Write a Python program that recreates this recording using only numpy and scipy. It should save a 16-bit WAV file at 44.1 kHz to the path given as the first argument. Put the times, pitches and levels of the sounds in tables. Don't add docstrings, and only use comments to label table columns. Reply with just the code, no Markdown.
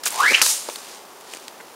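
import sys
import numpy as np
from scipy import signal
from scipy.fft import rfft, irfft
from scipy.io import wavfile
from scipy.ndimage import map_coordinates

SR = 44100
rng = np.random.default_rng(int(sys.argv[2]) if len(sys.argv) > 2 else 0)


def unload_wav(signal):
    wavfile.write(
        sys.argv[1],
        SR,
        np.round(np.clip(np.atleast_2d(signal).T, -1, 1) * 32767).astype(np.int16),
    )


N = 77175
T = np.arange(N) / SR
BINS_HZ = np.arange(N // 2 + 1) * SR / N + 1


def from_db(db):
    return 10 ** (np.asarray(db) / 20)


def unit_power(x):
    return x / np.sqrt(np.mean(np.abs(x) ** 2) + 1e-20)


def colour_db(colour):
    hz, db = np.transpose(colour)
    return np.interp(np.log(BINS_HZ), np.log(hz), db)


def noise(colour):
    return unit_power(irfft(rfft(rng.standard_normal(N)) * from_db(colour_db(colour)), N))


def wander(steps):
    return unit_power(map_coordinates(rng.standard_normal(N), [steps + 5], order=3, mode="wrap"))


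def bell(offset, half_width):
    return np.exp(-.5 * (offset / half_width) ** 2)


def swells(rows):
    return sum(from_db(db) * bell(T - centre, half_width) for centre, db, half_width in rows)


def cut_bass(x, order, hz=269):
    return signal.sosfilt(signal.butter(order, hz, "high", fs=SR, output="sos"), x + 1e-18)


def echoes(x, t60):
    response = rng.standard_normal(N) * from_db(-60 * T / t60) * (T > .005)
    return signal.fftconvolve(x, response / np.sqrt(np.sum(response ** 2)))[:N]


def causal_filter(x, db):
    cepstrum = irfft(np.log(unit_power(from_db(db))), N)
    cepstrum[1:N // 2] *= 2
    cepstrum[N // 2:] = 0
    return irfft(rfft(x) * np.exp(rfft(cepstrum)), N)


def bursts(rows, body, width_octaves):
    out = np.zeros(N)
    for start, db, hz, boost_db, t60 in rows:
        envelope = (T >= start) * from_db(db - 60 * np.maximum(T - start, 0) / t60)
        resonance_db = boost_db * bell(np.log2(BINS_HZ / hz), width_octaves)
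        out += causal_filter(rng.choice([-1, 1], N) * envelope, colour_db(body) + resonance_db)
    return out


# frequency in Hz, relative level in dB.
AIR_COLOUR = [(15, -61), (25, -32.5), (145, -17.5), (217, -5.5), (326, -3.5), (394, 0.5), (677, -2),
              (863, 0), (1230, -4), (1560, -9), (1700, -10.5), (3720, -15.5), (11300, -18.5), (16000, -22)]

def air(level_db=-44):
    return from_db(level_db) * noise(AIR_COLOUR)


# time in seconds, level in dB.
RUSTLE_LEVELS = [(0, -48), (.03, -55), (.036, -29.5), (.052, -35), (.058, -28.5), (.068, -21.5),
                 (.081, -27.5), (.095, -33), (.108, -33.5), (.145, -32.5), (.2, -27), (.33, -24.5),
                 (.4, -28), (.5, -36.5), (.68, -41), (.74, -41.5), (.8, -41), (.92, -41), (.975, -43),
                 (1.02, -52), (1.23, -51.5), (1.33, -39.5), (1.39, -45.5), (1.44, -46.5), (1.52, -52.5),
                 (1.75, -52)]
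# centre in seconds, level in dB, half width in seconds.
RUBS = [(.038, -32, .003), (.056, -21, 0.0011), (.078, -25, 0.009), (.125, -32.5, 0.015),
        (.202, -31, 0.011), (.738, -40, 0.011), (.7603, -35.5, .002)]
# frequency in Hz, relative level in dB.
RUSTLE_COLOUR = [(50, -32), (200, -17), (450, -6.5), (1000, -2.5), (2200, -2.5), (4500, -1), (8500, -4),
                 (11500, -11.5), (16000, -20)]
RUB_COLOUR = [(100, -45), (2000, -26), (4500, -6), (8500, 4.5), (13000, -0.5), (16000, -3)]

def rustle(roughness_db=2, grain_hz=345.2):
    grain = unit_power(from_db(roughness_db * wander(T * grain_hz)))
    cloth = noise(RUSTLE_COLOUR) * from_db(np.interp(T, *np.transpose(RUSTLE_LEVELS)))
    rubs = noise(RUB_COLOUR) * swells(RUBS)
    return grain * (cloth + rubs)


# start in seconds, level in dB, resonance in Hz,
# its boost in dB, seconds to fall 60 dB.
TAPS = [(.0362, -26, 5440, 12, 0.021), (.6875, -28, 4500, 13, .02), (.697, -29.5, 2810, 4, 0.053),
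        (.7585, -23.5, 4400, 11, 0.012), (.915, -35, 5140, 19, 0.017), (1.209, -35, 1150, 15.5, 0.026),
        (1.3362, -24, 2520, 7.5, 0.017), (1.3487, -21.5, 7660, 10, 0.0053), (1.3705, -28, 7000, 3, 0.0083),
        (1.482, -18.5, 4860, 7.5, 0.0031), (1.609, -41, 1800, 6, 0.031)]
# frequency in Hz, relative level in dB.
TAP_BODY = [(60, -42), (300, 4), (1000, -2.5), (2800, -1), (5500, -5), (8500, -0.5), (11000, -11),
            (16000, -14)]

def taps():
    return bursts(TAPS, TAP_BODY, width_octaves=.27)


# start in seconds, level in dB, resonance in Hz,
# its boost in dB, seconds to fall 60 dB.
SNAPS = [(.0581, -6, 6860, 11.5, 0.0038), (.0627, -13, 5570, 4, 0.019), (.0808, -9.5, 7450, 12, .003),
         (.105, -21.5, 8300, 15, 0.016), (.159, -17.5, 8500, 10, 0.0048), (.4158, -6, 3000, 16.5, 0.011),
         (.4177, -17.5, 11000, 19, .006), (.4193, -5, 6100, 14, 0.0066), (.4226, -7, 6100, 18, 0.0072),
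         (.4256, -10.5, 5700, 8.5, 0.015), (.4609, -9.5, 5500, 7, 0.0047), (.4643, -12.5, 4030, 5, 0.014)]
# frequency in Hz, relative level in dB.
SNAP_BODY = [(60, -50), (220, -24), (450, 0), (1200, 1.5), (3000, -3), (9000, -2.5), (16000, -11.5)]

def snaps():
    return bursts(SNAPS, SNAP_BODY, width_octaves=.38)


# time in seconds, eddy pitch in Hz, level in dB,
# bandwidth as a share of the pitch.
SWING = [(.118, 897.6, -48, .12), (0.133, 906, -30, 0.11), (.178, 950.4, -29.5, 0.13),
         (.2, 1086, -16.5, 0.12), (.25, 1550, -13, .14), (.28, 2000, -14, .11), (.315, 2250, -17, .14),
         (.327, 2090, -23.5, .25), (.335, 2515, -14, 0.16), (.353, 2674, -9.5, 0.22),
         (.365, 2462, -21.5, .3), (0.383, 2352, -19, .4), (0.411, 2217, -26, 0.41), (0.471, 1100, -46, .2),
         (0.504, 853, -39, .06), (.53, 825, -41.5, 0.091), (.56, 780, -63, .08)]
# multiple of the pitch, level in dB,
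# relative bandwidth, growth in dB per octave of pitch.
CORD_TONES = [(.76, -11.5, 1.3, 0), (1.02, -2.5, 1.0, -1.1), (2.0, -17.5, 1.8, 8)]

def cord(mid_swing_hz=1810, evenness=.25, echo_db=-22):
    times, hz, db, spread = np.transpose(SWING)
    pitch = np.interp(T, times, hz)
    cycles = np.cumsum(pitch) / SR
    eddy_lives = 2 * np.cumsum(pitch * np.interp(T, times, spread)) / SR
    out = np.zeros(N)
    for multiple, tone_db, width, growth_db in CORD_TONES:
        steps = eddy_lives * multiple * width
        eddies = wander(steps) + 1j * wander(steps)
        eddies /= (np.abs(eddies) + .1) ** evenness
        tone = unit_power(np.real(eddies * np.exp(2j * np.pi * multiple * cycles)))
        out += from_db(tone_db + growth_db * np.log2(pitch / mid_swing_hz)) * tone
    out *= from_db(np.interp(T, times, db, left=-120, right=-120))
    return out + from_db(echo_db) * echoes(out, t60=.55)


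# centre in seconds, level in dB, half width in seconds.
PUFFS = [(0.253, -33.5, 0.028), (.320, -22.5, .008), (0.333, -36, 0.014), (0.427, -34, 0.0067),
         (1.606, -38.5, 0.0049)]
# frequency in Hz, relative level in dB.
PUFF_COLOUR = [(40, -50), (130, -26), (300, -8.5), (460, -1.5), (700, -10), (2000, -5), (8000, -49)]

def puffs():
    return noise(PUFF_COLOUR) * swells(PUFFS)


# centre in seconds, level in dB, pitch in Hz.
FLICKS = [(0.3463, -2, 2490), (0.3497, -.5, 2860)]

def flicks(half_width_s=.0005):
    return sum(from_db(db) * bell(T - centre, half_width_s) * np.sin(2 * np.pi * hz * (T - centre))
               for centre, db, hz in FLICKS)


# start in seconds, level in dB, length in seconds.
SHOCKS = [(.4157, -1.5, 0.00033), (0.4179, -13, .00028), (0.4632, -6.5, .00025)]

def crack():
    out = np.zeros(N)
    for start, db, length in SHOCKS:
        progress = (T - start) / length
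        out += from_db(db) * (2 * progress - 1) * ((progress >= 0) & (progress < 1))
    return cut_bass(out, order=2)


# delay after the crack
# in seconds, level in dB, rise in seconds, seconds to fall 60 dB.
TREE_RETURNS = [(.001, -12.5, .002, .16), (.046, -18.5, .025, 0.33), (.09, -18.5, 0.031, 0.39),
                (.3, -39.5, 0.15, 0.85)]
# frequency in Hz, relative level in dB.
TRUNK_COLOUR = [(60, -22), (200, -17), (500, -31), (1200, 6), (2500, -14), (4200, 7.5), (6500, 5),
                (9500, 3), (12500, 1.5), (16000, -22)]
LEAF_COLOUR = [(60, -24), (200, -26), (500, -23), (900, -13), (2000, -6), (4200, 2.5), (6800, 7.5),
               (9500, 6), (12500, -2.5), (16000, -11)]

def trees(crack_s=.416):
    out = np.zeros(N)
    for k, (delay, db, rise, t60) in enumerate(TREE_RETURNS):
        age = T - crack_s - delay
        swell = bell(np.minimum(age, 0), rise) * from_db(db - 60 * np.maximum(age, 0) / t60)
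        out += swell * noise(LEAF_COLOUR if k else TRUNK_COLOUR)
    return out * (T >= crack_s)


# start in seconds, level in dB, pitch in Hz,
# seconds to fall 60 dB.
KNOCKS = [(.6875, -14.5, 604, 0.013), (0.6899, -12, 917, 0.0054)]

def knock(echo_db=-12.5):
    out = np.zeros(N)
    for start, db, hz, t60 in KNOCKS:
        age = np.maximum(T - start, 0)
        out += from_db(db - 60 * age / t60) * np.sin(2 * np.pi * hz * age)
    out = cut_bass(out, order=3)
    return out + from_db(echo_db) * echoes(out, t60=.11)


def scene():
    mono = air() + rustle() + taps() + snaps() + cord() + puffs() + flicks() + crack() + trees() + knock()
    return mono[None]


def record(dry, notch_hz=7870, cutoff_hz=15750):
    notched = signal.lfilter(*signal.iirnotch(notch_hz, Q=60, fs=SR), dry)
    top_cut = signal.ellip(12, .1, 75, cutoff_hz, fs=SR, output="sos")
    return signal.sosfilt(top_cut, np.clip(notched, -1, 1))


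dry = scene()
out = record(dry)
unload_wav(out)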